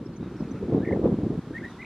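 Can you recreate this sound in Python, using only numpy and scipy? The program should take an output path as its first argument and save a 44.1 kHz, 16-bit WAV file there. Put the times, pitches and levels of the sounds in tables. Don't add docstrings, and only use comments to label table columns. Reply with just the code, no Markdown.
import sys
import numpy as np
from scipy import signal
from scipy.fft import rfft, irfft
from scipy.io import wavfile
from scipy.ndimage import uniform_filter1d

SR = 44100
rng = np.random.default_rng(int(sys.argv[2]) if len(sys.argv) > 2 else 0)


def materialize(psi):
    bounded = np.clip(np.atleast_2d(psi).T, -1, 1)
    quanta = np.round(bounded * 32767).astype(np.int16)
    wavfile.write(sys.argv[1], SR, quanta)


N = 81585

# (time [s], relative level [dB])
GUSTS = [(0, -38), (.12, -39), (.195, -40), (.23, -33), (.3, -40.5), (.35, -37), (.38, -41.5), (.41, -32.5),
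         (.46, -37.5), (.61, -36.5), (.66, -32), (.745, -22), (.78, -25), (.82, -27.5), (.85, -34),
         (.9, -25), (.95, -24), (1.0, -28.5), (1.04, -22.5), (1.075, -20.5), (1.1, -29), (1.14, -24.5),
         (1.152, -35), (1.21, -32.5), (1.25, -29), (1.29, -34), (1.34, -27.5), (1.37, -37.5),
         (1.392, -32.5), (1.405, -51), (1.46, -39), (1.53, -37.5), (1.57, -39.5), (1.62, -37.5),
         (1.72, -46.5), (1.78, -54), (1.85, -43)]
# (time [s], relative peak [dB], pitch [Hz], bright snap against that peak [dB])
BUFFETS = [(0.016, -30.5, 276, -20), (0.063, -26.5, 333, -32), (0.23, -19.5, 243, -22),
           (0.408, -22, 213, -19.5), (0.431, -24.5, 208, -16), (0.518, -20, 223, -31),
           (0.629, -17.5, 348, -29), (0.735, -18, 197, -22), (0.749, -7, 263, -27.5),
           (0.805, -18.5, 249, -18.5), (0.819, -19, 254, -25.5), (0.876, -16.5, 304, -33),
           (0.911, -22.5, 340, -10), (0.934, -15.5, 465, -26.5), (0.962, -19, 324, -12.5),
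           (1.059, -9.5, 446, -23.5), (1.067, -14.5, 227, -23), (1.077, -13.5, 290, -14),
           (1.127, -8.5, 174, -43), (1.143, -16, 271, -28), (1.188, -16.5, 233, -20.5),
           (1.235, -12, 166, -28), (1.268, -15.5, 238, -41), (1.305, -14, 210, -30), (1.379, -17, 193, -38),
           (1.392, -17.5, 203, -44), (1.509, -22, 282, -44)]
# (frequency [Hz], relative level [dB])
CALM_COLOUR = [(20, -21), (40, -2.5), (85, 0), (190, 7.5), (400, -2.5), (480, -7.5), (580, -15), (900, -54),
               (1600, -65.5), (6000, -110)]
STRONG_COLOUR = [(20, -27.5), (70, -3), (133, 0.5), (330, 4), (450, 0), (580, -9), (770, -19.5), (950, -34),
                 (1600, -44.5), (3500, -53), (12000, -100)]
ROAR_COLOUR = [(400, -27.5), (700, 6.5), (1200, -6), (2200, -52.5), (6000, -89.5)]
# (frequency [Hz], side against mid [dB])
WIND_SIDE = [(25, -58.5), (60, -47.5), (125, -65), (250, -38), (450, -21), (800, -19), (1500, 6), (3000, 3)]
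# (frequency [Hz], level per third octave before the swell [dB])
HUSH_COLOUR = [(25, -73), (50, -66), (100, -61.5), (300, -55), (600, -65.5), (1000, -61), (1400, -63),
               (1700, -65.5), (2100, -69), (2800, -72), (3700, -71), (5000, -75.5), (6300, -78),
               (8000, -81.5), (10000, -84), (12500, -89), (14000, -90.5), (15500, -110)]
# (frequency [Hz], side against mid [dB])
HUSH_SIDE = [(500, -74.5), (1200, -63), (2000, -17), (3000, -8), (6000, -0.5), (12000, 4)]
# (time [s], gain [dB])
HUSH_SWELL = [(0, -0.5), (.2, 0), (.4, 3), (.8, 2.4), (1.3, 3.5), (1.6, 2.5), (1.7, 5.5), (1.85, 2.5)]
# (centre time [s], half length [s], pitch [Hz], glide per half [Hz], relative level [dB],
# left against right [dB])
CHIRPS = [(.065, .014, 5410, -40, -64, -9), (.14, .014, 4450, 0, -68, -4), (.169, .013, 6140, 15, -62, -7),
          (.406, .017, 5420, -80, -61, -5), (.493, .009, 4400, 0, -67, -3), (.516, .013, 6040, 40, -60, -4),
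          (1.711, .016, 5930, 40, -69, -8)]
# (time [s], level [dB])
RUSTLE_LEVEL = [(.17, -85), (.23, -58.5), (.33, -63.5), (.44, -56), (.49, -63), (.56, -56), (.65, -66),
                (.75, -63), (.85, -87)]
# (frequency [Hz], relative level [dB])
RUSTLE_COLOUR = [(500, -32.5), (900, -13.5), (1300, 2.5), (1600, -8), (2600, -8), (3500, -33),
                 (6000, -24.5), (12000, -67)]
# (start [s], length [s], first pitch [Hz], last pitch [Hz], level [dB])
CHURRS = [(0.2, 0.088, 3800, 3570, -65), (.355, 0.037, 5500, 5470, -67), (0.763, 0.078, 3810, 3730, -67),
          (1.643, 0.14, 3906, 3446, -62.5), (1.8, .06, 3700, 4000, -68.5)]
# (time [s], pitch before flips [Hz], relative level [dB])
WHISTLES = [
    [(.8, 1470, -66), (.82, 1589, -52), (.834, 1746, -49), (.846, 1757, -45), (.865, 1813, -45.5),
     (.887, 1783, -40.5), (.903, 1846, -48), (.915, 1703, -48), (.925, 1830, -41), (.936, 1755, -40.5),
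     (.944, 1840, -64.5)],
    [(1.532, 1500, -47), (1.538, 1600, -50), (1.543, 1787, -52), (1.552, 1813, -39), (1.571, 1890, -36.5),
     (1.58, 1973, -39), (1.587, 1957, -37), (1.594, 1880, -75.5), (1.605, 1956, -46), (1.617, 2160, -52)],
    [(1.62, 1426, -45), (1.626, 1610, -48.5), (1.633, 1826, -48), (1.644, 1764, -38.5), (1.654, 1964, -36),
     (1.658, 1897, -43.5), (1.664, 1860, -38), (1.672, 1930, -53), (1.686, 1940, -45), (1.694, 1930, -62)],
    [(1.783, 1960, -63), (1.794, 1965, -49), (1.812, 2100, -40), (1.822, 2074, -47), (1.832, 1987, -39.5),
     (1.839, 2010, -54.5), (1.86, 2060, -29)],
]
# (time [s], height [Hz])
FLIPS = [(0.852, 517), (0.876, 399), (0.894, 285), (0.926, 316), (1.585, 173), (1.822, 420), (1.85, 506)]
# (delay [s], left gain [dB], right gain [dB])
BANK_ECHOES = [(.006, -17, -19), (.013, -19, -16), (.026, -19, -20)]


def gain_of(db):
    return 10 ** (np.asarray(db) / 20)


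def unit_rms(x):
    return x / np.sqrt(np.mean(x ** 2) + 1e-20)


def curve(points, col=1):
    rows = np.array(points)
    return np.interp(np.arange(N) / SR, rows[:, 0], rows[:, col])


def coloured(x, *spectra):
    log_hz = np.log(np.fft.rfftfreq(N, 1 / SR) + 1)
    db = sum(np.interp(log_hz, np.log(rows[:, 0]), rows[:, 1]) for rows in map(np.array, spectra))
    return irfft(rfft(x) * gain_of(db), N)


def flutter(samples):
    return unit_rms(uniform_filter1d(rng.standard_normal(N), samples))


def stereo(mid, side):
    return np.array([mid + side, mid - side])


def wind(eddies_per_s=800, clump_s=.008, calm_db=-39, strong_db=-23.5):
    gust_db = curve(GUSTS)
    span = round(clump_s * SR)
    clump_db = 1.5 * unit_rms(uniform_filter1d(flutter(span), span))
    size = gain_of(1.5 * np.minimum(rng.exponential(1, (2, N)), 3))
    eddies = size * rng.choice([-1., 1.], (2, N)) * (rng.random((2, N)) < eddies_per_s / SR)
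    strength = np.clip((gust_db - calm_db) / (strong_db - calm_db), 0, 1)
    mid, side = 0, 0
    for share, colour in ((1 - strength, CALM_COLOUR), (strength, STRONG_COLOUR)):
        rumble = coloured(eddies[0], colour)
        weight = np.sqrt(share) / np.std(rumble)
        mid += weight * rumble
        side += weight * coloured(eddies[1], colour, WIND_SIDE)
    roar = gain_of(-24 + 1.2 * (gust_db - strong_db))
    mid += roar * unit_rms(coloured(eddies[0], ROAR_COLOUR))
    side += roar * gain_of(-4) * unit_rms(coloured(eddies[1], ROAR_COLOUR))
    return gain_of(gust_db + clump_db - 1) * stereo(mid, side)


def hush():
    third_octave_to_density = [(hz, -10 * np.log10(.2316 * hz / (SR / 2))) for hz in (1, SR)]
    mid = coloured(rng.standard_normal(N), HUSH_COLOUR, third_octave_to_density)
    side = coloured(rng.standard_normal(N), HUSH_COLOUR, HUSH_SIDE, third_octave_to_density)
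    return gain_of(curve(HUSH_SWELL)) * stereo(mid, side)


def buffets(thump_sigma_s=.002, snap_sigma_s=.0012, snap_hz=848):
    t, hits = np.arange(N) / SR, np.zeros((2, N))
    for at, db, hz, snap_db in BUFFETS:
        phases = rng.uniform(0, 2 * np.pi, (2, 1))
        thump = gain_of(db - 1.47) * np.exp(-((t - at) / thump_sigma_s) ** 2 / 2)
        snap = gain_of(db + snap_db) * np.exp(-((t - at) / snap_sigma_s) ** 2 / 2)
        hits += thump * np.cos(2 * np.pi * hz * (t - at) + phases)
        hits += snap * np.cos(2 * np.pi * snap_hz * t + phases[0])
    return stereo(hits[0], coloured(hits[1], WIND_SIDE))


def chirps(waver_hz=45):
    t, out = np.arange(N) / SR, np.zeros((2, N))
    waver = waver_hz * flutter(130)
    for centre, half_length, hz, glide_hz, db, pan_db in CHIRPS:
        position = np.clip((t - centre) / half_length, -1, 1)
        phase = 2 * np.pi * np.cumsum(hz + glide_hz * position + waver) / SR
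        tone = np.sin([phase, phase + rng.uniform(1, 2.3)])
        pan = gain_of([[pan_db / 2], [-pan_db / 2]])
        out += gain_of(db + 6.5) * pan * np.cos(np.pi / 2 * position) ** 2 * tone
    return out


def rustle(grains_per_s=4000, side_db=-21.5):
    size = gain_of(1.5 * rng.exponential(1, (2, N))) * rng.standard_normal((2, N))
    grains = size * (rng.random((2, N)) < grains_per_s / SR)
    mid, side = (unit_rms(coloured(row, RUSTLE_COLOUR)) for row in grains)
    return gain_of(curve(RUSTLE_LEVEL)) * stereo(mid, gain_of(side_db) * side)


def churrs(width_hz=260, pulses_per_s=110, side_db=-11):
    t, out = np.arange(N) / SR, np.zeros((2, N))
    lowpass = signal.butter(2, width_hz / 2, fs=SR)
    pulsing = 1 + .15 * np.sin(2 * np.pi * pulses_per_s * t)
    for start, length, first_hz, last_hz, db in CHURRS:
        pitch = np.interp(t, [start, start + length], [first_hz, last_hz])
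        phase = 2 * np.pi * np.cumsum(pitch) / SR
        slow_noise = signal.lfilter(*lowpass, rng.standard_normal((2, 2, N)))
        mid, side = unit_rms(slow_noise[0] * np.cos(phase) + slow_noise[1] * np.sin(phase))
        progress = np.clip((t - start) / length, 0, 1)
        arch = np.sqrt(np.sin(np.pi * progress).clip(0))
        out += gain_of(db) * arch * pulsing * stereo(mid, gain_of(side_db) * side)
    return out


def tick(at_s=.7357, decay_s=.00008, side_db=-4):
    age = np.clip(np.arange(N) / SR - at_s, 0, .01) / decay_s
    pulse = gain_of(-29) * age ** 2 * (1 - age / 3) * np.exp(-age)
    return stereo(pulse, gain_of(side_db) * pulse)


def bee_eater(rise_s=.00209, fall_s=.0045, ramp_s=.003, flip_db_per_khz=3.5, overtone_db=-37):
    t, voice = np.arange(N) / SR, np.zeros(N)
    flip_hz = sum(hz * np.exp(-((t - at) / np.where(t < at, rise_s, fall_s)) ** 2 / 2)
                  for at, hz in FLIPS)
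    for whistle in WHISTLES:
        start, end = whistle[0][0], whistle[-1][0] + ramp_s
        gate = np.clip(np.minimum(t - start, end - t) / ramp_s, 0, 1)
        phase = 2 * np.pi * np.cumsum(curve(whistle) + flip_hz) / SR
        level = gain_of(curve(whistle, col=2) + 3 + flip_db_per_khz * flip_hz / 1000)
        voice += gate * level * (np.sin(phase) + gain_of(overtone_db) * np.sin(2 * phase))
    return voice * (1 + .22 * flutter(90))


def earth_bank(voice, pan_db=.5):
    out = voice * gain_of([[pan_db / 2], [-pan_db / 2]])
    for delay, left_db, right_db in BANK_ECHOES:
        lag = round(delay * SR)
        out[:, lag:] += gain_of([[left_db], [right_db]]) * voice[:N - lag]
    return out


def scene():
    air = wind() + buffets() + hush()
    return air + rustle() + tick() + earth_bank(bee_eater()) + chirps() + churrs()


def record(dry, low_cut_hz=50, top_hz=15600, fade_s=.001):
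    thinned = signal.lfilter(*signal.butter(2, low_cut_hz, "highpass", fs=SR), dry)
    t = np.arange(N) / SR
    fades = np.clip(np.minimum(t, t[::-1]) / fade_s, 0, 1)
    band_limit = signal.firwin(511, top_hz, window=("kaiser", 9), fs=SR)
    return signal.oaconvolve(thinned * fades, band_limit[None], "same")


dry = scene()
out = record(dry)
materialize(out)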